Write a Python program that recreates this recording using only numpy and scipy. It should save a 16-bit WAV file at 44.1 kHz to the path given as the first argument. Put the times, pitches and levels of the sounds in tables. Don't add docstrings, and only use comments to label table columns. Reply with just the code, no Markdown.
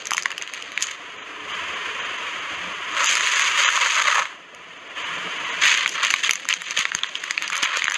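import sys
import numpy as np
from scipy import signal
from scipy.fft import rfft, irfft
from scipy.io import wavfile
from scipy.ndimage import uniform_filter1d

SR = 44100
rng = np.random.default_rng(int(sys.argv[2]) if len(sys.argv) > 2 else 0)


def generate_wav(sig):
    pcm = np.round(np.clip(np.atleast_2d(sig).T, -1, 1) * 32767).astype(np.int16)
    wavfile.write(sys.argv[1], SR, pcm)


def linear_from_db(decibels):
    return 10 ** (np.asarray(decibels, float) / 20)


N = 351477
TIME = np.arange(N) / SR

# touch_s, leave_s, steady grinding level_db, crunch_db and fizz_db against it
HEAP_PASSES = [
    (-7, 0.93, -36.5, -6, -16.5),
    (3, 4.2, -24.5, -8.5, -7.5),
    (5.5, 14, -34, -12, -13.5),
]
# freq_hz, level_db
FRACTURE_COLOUR = [(200, -19.5), (350, -8), (580, -2.5), (1000, -3), (3000, 0.5), (6000, 5), (16000, 0)]


def evened(x):
    return x / np.sqrt(np.mean(x ** 2) + 1e-20)


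def peaked(x, db):
    return linear_from_db(db) * x / abs(x).max()


def read(points, hz):
    f, value = np.transpose(points)
    return np.interp(np.log(hz + 1), np.log(f + 1), value)


def add(mix, start_s, sound):
    part = mix[round(start_s * SR):][:len(sound)]
    part += sound[:len(part)]


def band(x, lo_hz, hi_hz):
    edges_hz = [max(lo_hz, 20), min(hi_hz, 0.45 * SR)]
    return signal.sosfilt(signal.butter(4, edges_hz, "band", fs=SR, output="sos"), x)


def coloured(x, *tables, size=4096):
    # freq_hz, level_db
    mic_response = [(200, -27), (600, -13), (1000, -2.5), (3100, 0), (4000, -12), (5000, -7.5), (7500, -16),
                    (9500, -19.5), (13000, -35.5), (15400, -36), (16300, -79)]
    # centre_hz, width_hz, level_db
    mic_cavities = [(778, 86, -14.5), (1500, 104, -2.5), (5564, 366, -13), (6386, 810, 12.5),
                    (10240, 170, 5), (10720, 180, -6), (11340, 320, 6), (12400, 350, -13),
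                    (13700, 500, 3.5)]
    hz = abs(np.fft.fftfreq(size, 1 / SR))
    db = read(mic_response, hz) + sum(read(table, hz) for table in tables)
    db = db + sum(g * np.exp(-0.5 * ((hz - f) / w) ** 2) for f, w, g in mic_cavities)
    log_gain = np.log(linear_from_db(db))
    taps = np.fft.ifft(np.exp(log_gain - 1j * signal.hilbert(log_gain).imag)).real
    return signal.oaconvolve(x, taps[:size // 2])[:len(x)]


def wander(hz):
    steps = rng.standard_normal(N // 64 + 2)
    smooth = uniform_filter1d(steps, int(SR / 128 / hz) + 1)
    slow = signal.lfilter([1], [1, -np.exp(-2 * np.pi * hz * 64 / SR)], smooth)
    return evened(np.interp(np.arange(N) / 64, np.arange(len(slow)), slow))


def waver(hz, width_hz):
    turn = 2 * np.pi * hz * TIME
    return wander(width_hz) * np.cos(turn) + wander(width_hz) * np.sin(turn)


def cracks(per_s, spread_db, clump_db, count=18):
    often = per_s / SR * linear_from_db(clump_db * wander(90.))
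    size = linear_from_db(spread_db * np.minimum(rng.exponential(1, N), 4.1)) * (rng.random(N) < often)
    piece = rng.integers(0, count, N)
    t = np.arange(400) / SR
    out = np.zeros(N)
    for k, hz in enumerate(np.geomspace(520, 11500, count)):
        click = evened(rng.standard_normal(len(t)) * np.exp(-t / 0.0003))
        ring = evened(np.sin(2 * np.pi * hz * t) * np.exp(-t * hz / 2.96))
        out += signal.oaconvolve(size * (piece == k), click + 0.25 * ring)[:N]
    return coloured(out, FRACTURE_COLOUR)


def crushing():
    # start_s, hold_s, grinding level_db, brightness_db
    toy_surges = [
        (0, 0.021, -36.5, 3),
        (0.047, 0.017, -34, 0),
        (0.114, 0.029, -36, 1),
        (0.179, 0.021, -28, 7),
        (0.303, 0.019, -35, -5.5),
        (0.418, 0.02, -32, 0),
        (0.533, 0.06, -34, 3),
        (0.8, 0.016, -31, 1),
        (0.826, 0.0055, -26, 16.5),
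        (0.834, 0.16, -32, 3),
    ]
    # start_s, hold_s, grinding level_db, brightness_db
    snack_surges = [(2.895, 0.13, -20.5, -10.5), (3.055, 0.069, -20.5, 3.5), (3.158, 0.19, -22.5, -0.5),
                    (3.34, 0.13, -20, -2.5), (3.576, 0.12, -18, -2), (3.736, 0.039, -23, -1),
                    (3.812, 0.049, -17.5, -6.5), (3.883, 0.076, -20.5, -2.5), (3.963, .055, -19.5, -8.5),
                    (4.05, .08, -19, -8), (4.158, 0.14, -24, -15)]
    # start_s, hold_s, grinding level_db, brightness_db
    second_toy_surges = [(5.622, 0.119, -12, -0.5), (5.77, 0.068, -20, -3), (5.863, 0.088, -31.5, 7),
                         (5.954, 0.087, -24.5, -9), (6.028, 0.016, -15, -3.5), (6.05, 0.036, -24, -2),
                         (6.104, 0.1, -26, 2), (6.236, 0.047, -19.5, 1), (6.499, 0.011, -18, -1.5),
                         (6.54, .02, -32, 3), (6.669, 0.057, -26, 0), (6.767, 0.047, -17, 0),
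                         (7.04, 0.027, -34, 1), (7.236, 0.077, -31, -5), (7.42, 0.045, -27, -5.5),
                         (7.523, 0.088, -24.5, -8), (7.63, 0.027, -16.5, -3.5), (7.673, .09, -25, -9.5),
                         (7.765, 0.04, -22, -1.5), (7.942, 0.015, -21.5, -3.5)]
    bite_db_per_s, lift_db_per_s = 188, 218
    swell_s, settle_s = 0.0065, 0.018

    grains = cracks(per_s=3600, spread_db=3.6, clump_db=3.6)
    crunch = band(grains, 262, 1445)
    grind = band(grains, 1613, 4215)
    fizz = band(grains, 4800, 22000)
    layers = np.array([evened(crunch), evened(grind), fizz / np.std(band(fizz, 6480, 8700))])
    load = np.zeros((3, N))
    all_surges = (toy_surges, snack_surges, second_toy_surges)
    for (touch, leave, steady_db, crunch_db, fizz_db), surges in zip(HEAP_PASSES, all_surges):
        slope_db = np.minimum(bite_db_per_s * (TIME - touch), lift_db_per_s * (leave - TIME))
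        pressed = linear_from_db(np.minimum(slope_db, 0))
        power = linear_from_db(steady_db) ** 2 * np.ones((3, N))
        for start, hold, db, bright_db in surges:
            near = slice(max(round((start - 0.3) * SR), 0), round((start + 0.4) * SR))
            late = TIME[near] - start
            away = np.maximum(-late / swell_s, (late - hold) / settle_s)
            shape = np.exp(-np.maximum(away, 0))
            tilt_db = bright_db * np.array([[-1], [0], [1]])
            power[:, near] += (shape * linear_from_db(db + tilt_db)) ** 2
        layer_db = np.array([[crunch_db], [0], [fizz_db]]) - 5.5
        load += pressed * np.sqrt(power) * linear_from_db(layer_db)
    return (load * layers).sum(0)


def snaps():
    # time_s, ring peak_db, ring_hz, splinters_db against the ring
    toy_snaps = [(0.0553, -22, 2580, -1), (0.0703, -22.5, 1970, 6.5), (0.1078, -9.5, 2080, -7),
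                 (0.1176, -6.5, 1140, -17), (0.1293, -20, 1200, -7), (0.1346, -8.5, 2910, -7),
                 (0.1468, -14, 1130, -13), (0.1687, -11.5, 2760, -6), (0.18, -3, 2160, -13.5),
                 (0.2234, -24.5, 2200, 5), (0.2332, -22, 1780, 0), (0.2578, -2, 1990, -17.5),
                 (0.305, -15, 1990, -13.5), (0.3166, -13, 2770, -19), (0.3798, -11.5, 2960, -15),
                 (0.4144, -17, 2260, -19), (0.4228, -15.5, 2750, -4), (0.4758, -18.5, 2900, -17),
                 (0.5368, -14, 2330, -11.5), (0.5455, -26, 2280, -6), (0.6242, -16, 2980, -12),
                 (0.7192, -17, 2160, -18), (0.7765, -2.5, 2300, -22), (0.8086, -18, 2270, -8),
                 (0.824, -11.5, 3320, 0), (0.8274, -17, 2820, 2), (0.8693, -21.5, 2100, 2.5),
                 (0.9128, -21, 2100, -5.5)]
    # time_s, ring peak_db, ring_hz, splinters_db against the ring
    snack_snaps = [(3.0438, -9.5, 1240, -2), (3.0599, -9, 2730, -11), (3.0722, -9, 2590, -2),
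                   (3.0919, -5.5, 3250, -16), (3.1232, -6, 2420, -27), (3.1537, -11, 2410, -3),
                   (3.1695, -11, 2300, -15), (3.2081, -3, 1940, -16), (3.2725, -5, 2220, -28),
                   (3.337, -3, 2000, -32), (3.395, -1.5, 1920, -14), (3.6882, 1.5, 1550, -23),
                   (3.7166, -21, 2905, -18), (3.7263, -14, 1140, -15), (3.7756, -4.5, 1260, -19),
                   (3.8136, -11, 2640, -11), (4.0214, -15, 2107, -6.5), (4.078, -4.5, 2110, -26),
                   (4.146, -6.5, 1160, -18), (4.1818, -6, 1040, -35), (4.1964, -10.5, 1050, -34),
                   (4.2552, -10.5, 2100, -38), (4.3275, -25, 1120, -43), (4.548, -27, 2800, -9)]
    # time_s, ring peak_db, ring_hz, splinters_db against the ring
    second_toy_snaps = [(5.6305, -10, 1650, -31), (5.667, -5, 1910, -18), (5.7745, -9, 2500, -9),
                        (5.8606, -1, 2190, -28), (5.8773, -7, 3210, -13), (5.8928, -18, 2760, 0.5),
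                        (6.0325, -9, 1230, -9), (6.0489, -8.5, 3060, -5.5), (6.0681, -6, 3100, -14.5),
                        (6.1044, -3, 2930, -12), (6.1093, -6.5, 1900, -8), (6.1394, 1.5, 2290, -19),
                        (6.1616, -13, 3050, -23), (6.2472, -5, 3400, -21), (6.294, 1.5, 2220, -21),
                        (6.3094, -0.5, 2920, -10.5), (6.334, -11, 2200, -6), (6.356, -16, 1920, 0),
                        (6.4017, -26, 3050, -20), (6.4533, -17, 1350, -13), (6.4881, -5.5, 2020, -8.5),
                        (6.5089, -5.5, 2640, -24), (6.5271, -2, 3020, -23), (6.5385, -7.5, 2360, -8),
                        (6.6192, -13, 1960, -15), (6.7087, -10, 2300, -6), (6.774, -2.5, 3220, -18),
                        (6.7904, -8.5, 2870, -6), (6.8538, -1, 2080, -25), (6.9188, -6, 1790, -37)]
    # time_s, ring peak_db, ring_hz, splinters_db against the ring
    stick_snaps = [(6.9495, -6.5, 1800, -4), (6.989, -13, 3170, -25), (7.0344, -3.5, 3400, -23),
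                   (7.0436, -12, 1910, -36), (7.1544, -7, 3120, -23), (7.239, -13, 2000, -12),
                   (7.3087, -6, 2120, -10), (7.3782, -2, 2520, -30), (7.423, -9, 2260, -12),
                   (7.4784, -13.5, 2840, -6), (7.501, -12.5, 1530, -10), (7.5235, -11, 2150, -22),
                   (7.5312, -17, 2110, -8), (7.5547, -11, 1790, -11), (7.5664, -11, 2170, -9),
                   (7.578, -17, 1350, -1), (7.6286, -13.5, 1230, 0.5), (7.6332, -8, 3270, -13),
                   (7.6428, -14, 1610, -9), (7.659, -3.5, 2250, -33), (7.7707, -15, 1620, -1),
                   (7.8207, -4, 2100, -30), (7.8422, -2.5, 2400, -12), (7.8552, -7, 2130, -29),
                   (7.8701, -8, 2220, -25), (7.8813, -1, 1790, -34), (7.8987, -12.5, 1940, -8),
                   (7.9099, -8.5, 1840, -20), (7.9204, -8, 1760, -14), (7.943, -11.5, 2140, -4.5)]
    ring_lift_db, splinter_lift_db = -2, 3.5
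    dust_level_db, dust_follows, dust_spread_db = -22.5, 0.66, 14

    rows = [*toy_snaps, *snack_snaps, *second_toy_snaps, *stick_snaps]
    t = np.arange(1024) / SR
    out = np.zeros(N)
    noise = rng.standard_normal((len(rows), len(t)))
    chance = rng.random((len(rows), 3))
    burst = np.minimum(t / 0.00012, 1) * (np.exp(-t / 0.0009) + 0.05 * np.exp(-t / 0.004))
    sprays = coloured((noise * burst).ravel(), FRACTURE_COLOUR).reshape(noise.shape)
    rattles = band(sprays, 470, 3940)
    splinters = band(sprays, 4070, 7800)
    dusts = band(sprays, 9300, 14300)
    for k, (start, ring_db, hz, bright_db) in enumerate(rows):
        upper_hz = hz * (1.4 + 0.5 * chance[k, 0])
        lower_hz = hz * (0.5 + 0.49 * chance[k, 1])
        ring = np.sin(2 * np.pi * hz * t) * t * np.exp(-t / 0.00042) / 0.00089
        ring += 0.1 * np.sin(2 * np.pi * upper_hz * t) * np.exp(-t / 0.0007)
        ring += 0.025 * np.sin(2 * np.pi * lower_hz * t) * np.exp(-t / 0.0029)
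        body = band(peaked(ring, 0) + peaked(rattles[k], -9), 880, 4600)
        splinter_db = ring_db + bright_db + splinter_lift_db
        dust_db = dust_level_db + dust_follows * splinter_db + dust_spread_db * (chance[k, 2] - 0.5)
        spray = peaked(splinters[k], splinter_db) + peaked(dusts[k], dust_db)
        add(out, start - 0.0003, peaked(body, ring_db + ring_lift_db) + spray)
    return out


def underbody(x):
    t = np.arange(2600) / SR
    sparse = rng.standard_normal(len(t)) * (rng.random(len(t)) < 0.05)
    taps = sparse * linear_from_db(-60 * t / 0.11) * (t > 0.002)
    return signal.oaconvolve(x, taps / np.linalg.norm(taps))[:N]


def thuds():
    # time_s, peak_db, pitch_hz
    pushes = [
        (0.118, -30.5, 298),
        (6.71, -36, 300),
        (6.775, -25.5, 560),
        (6.791, -28, 207),
        (6.853, -29.5, 500),
        (6.951, -26.5, 190),
        (7.63, -23, 342),
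        (7.772, -21.5, 543),
        (7.842, -31, 192),
    ]
    t = np.arange(1024) / SR
    out = np.zeros(N)
    for start, db, hz in pushes:
        push = np.sin(2 * np.pi * hz * t) * t * np.exp(-t / 0.001)
        add(out, start, peaked(push, db - 3.5))
    return out


def ducking():
    # start_s, exhaust rumble at rest_db
    scenes = [
        (0, -42),
        (1.48, -46),
        (4.97, -45.5),
    ]
    duck_db, duck_s, recover_db_per_s = 10, 0.63, 6
    starts, rest_db = np.transpose(scenes)
    current = np.clip(np.searchsorted(starts, TIME, "right") - 1, 0, 2)
    touch, leave = np.transpose(HEAP_PASSES)[:2, current]
    sunk_db = duck_db * (1 - np.exp(-np.maximum(TIME - touch, 0) / duck_s))
    recovered_db = recover_db_per_s * np.maximum(TIME - leave, 0)
    return rest_db[current] - np.maximum(sunk_db - recovered_db, 0)


def engine():
    # time_s, clatter level_db
    clatter_levels = [(0, -55.5), (1.0, -39), (1.47, -36), (1.49, -30), (2.0, -30), (2.9, -31.5), (3.6, -24),
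                      (4.3, -39), (4.45, -46), (4.95, -39), (4.98, -29.5), (5.6, -30), (6.4, -52), (7.0, -42),
                      (7.97, -40)]
    # freq_hz, level_db
    clatter_colour = [(300, -3.5), (500, -6), (1000, 0), (2000, -2), (3200, -4.5), (5000, -14), (8000, -19),
                      (16000, -19)]
    # freq_hz, density_db per Hz
    rumble_colour = [(15, -52), (25, -9), (54, -17), (85, -14), (124, -6), (174, -32), (208, -5.5),
                     (430, 1.5), (700, 1), (910, -7), (1540, -120)]
    # pitch_hz, width_hz, level_db
    orders = [(86, 11.7, -19.5), (176.4, 19.3, -14), (297.6, 29, -13)]
    throb_hz, throb_depth_db = 22, 0.77

    time_s, clatter_db = np.transpose(clatter_levels)
    firing = np.cumsum(throb_hz * (1 + 0.0413 * wander(2.3))) / SR
    throb_db = throb_depth_db * np.cos(2 * np.pi * firing) + 0.59 * np.cos(4 * np.pi * firing)
    throb_db += 0.8 * wander(31.0)
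    clatter = evened(coloured(rng.standard_normal(N) * linear_from_db(throb_db), clatter_colour))
    rumble_gain = linear_from_db(read(rumble_colour, np.fft.rfftfreq(N, 1 / SR)))
    rumble = evened(irfft(rfft(rng.standard_normal(N)) * rumble_gain, N))
    for hz, width_hz, db in orders:
        rumble += linear_from_db(db - 0.5 + 3.5 * wander(2.4)) * waver(hz, width_hz)
    rumble_db = ducking() + 2.2 * wander(26.0)
    return linear_from_db(np.interp(TIME, time_s, clatter_db)) * clatter + linear_from_db(rumble_db) * rumble


def drones():
    # middle_s, spread_s, pitch_hz, width_hz, level_db
    panels = [
        (1.654, 0.29, 425, 13, -51.5),
        (1.94, 0.073, 485, 18, -44),
    ]
    out = np.zeros(N)
    for middle, spread, hz, width_hz, db in panels:
        swell = np.exp(-0.5 * ((TIME - middle) / spread) ** 2)
        out += linear_from_db(db) * swell * waver(hz, width_hz)
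    return out


def scene():
    broken = snaps()
    echoes = linear_from_db(-16) * underbody(broken)
    return (engine() + drones() + crushing() + thuds() + broken + echoes)[None]


def speckled(x, contrast):
    z = signal.stft(x, nperseg=1024, noverlap=768)[2]
    around = uniform_filter1d(abs(z), size=9, axis=1) + 1e-12
    return signal.istft(z * (abs(z) / around) ** contrast, nperseg=1024, noverlap=768)[1][:, :N]


def treble_dropouts(x):
    # start_s, length_s, lowest kept_hz
    dropouts = [(0.74, 0.014, 40), (0.842, 0.0066, 700), (1.167, 0.077, 40), (1.993, 0.034, 40),
                (2.735, 0.007, 500), (3.064, 0.028, 625), (3.341, 0.0088, 300), (3.429, 0.0093, 100),
                (3.64, 0.052, 450), (4.01, 0.0029, 40), (5.027, 0.026, 253), (5.5, 0.026, 40),
                (6.664, 0.016, 40), (7.011, 0.012, 200), (7.069, 0.023, 40), (7.182, 0.013, 40),
                (7.457, 0.015, 40), (7.538, 0.015, 500), (7.647, 0.016, 200), (7.86, 0.022, 600),
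                (7.95, 0.01, 300)]
    flickers = [(s, 0.011, 40) for s in rng.uniform(1.3, 5.5, size=24) if abs(s - 3.65) > 0.7]
    out = x.copy()
    for start, length, lo_hz in [*dropouts, *flickers]:
        a = round((start - 0.02) * SR)
        b = min(round((start + length + 0.02) * SR), N)
        hz = np.fft.rfftfreq(b - a, 1 / SR)
        loud = ((hz > lo_hz) & (hz < 4150)) | (abs(hz - 4850) < 80) | (abs(hz - 6680) < 920)
        kept = irfft(rfft(x[:, a:b]) * loud, b - a)
        inside_s = np.minimum(TIME[a:b] - start, start + length - TIME[a:b])
        fade = np.clip(inside_s / 0.007 + 0.5, 0, 1)
        out[:, a:b] += np.sin(np.pi / 2 * fade) ** 2 * (kept - out[:, a:b])
    return out


def roll_off(x):
    return signal.sosfilt(signal.butter(12, 16510, fs=SR, output="sos"), x)


def record(dry):
    bass_cut = signal.butter(1, 45, "high", fs=SR, output="sos")
    x = signal.sosfilt(bass_cut, speckled(dry, contrast=0.4))
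    limited = np.clip(x, -0.72, 0.72)
    return roll_off(treble_dropouts(limited))


dry = scene()
out = record(dry)
generate_wav(out)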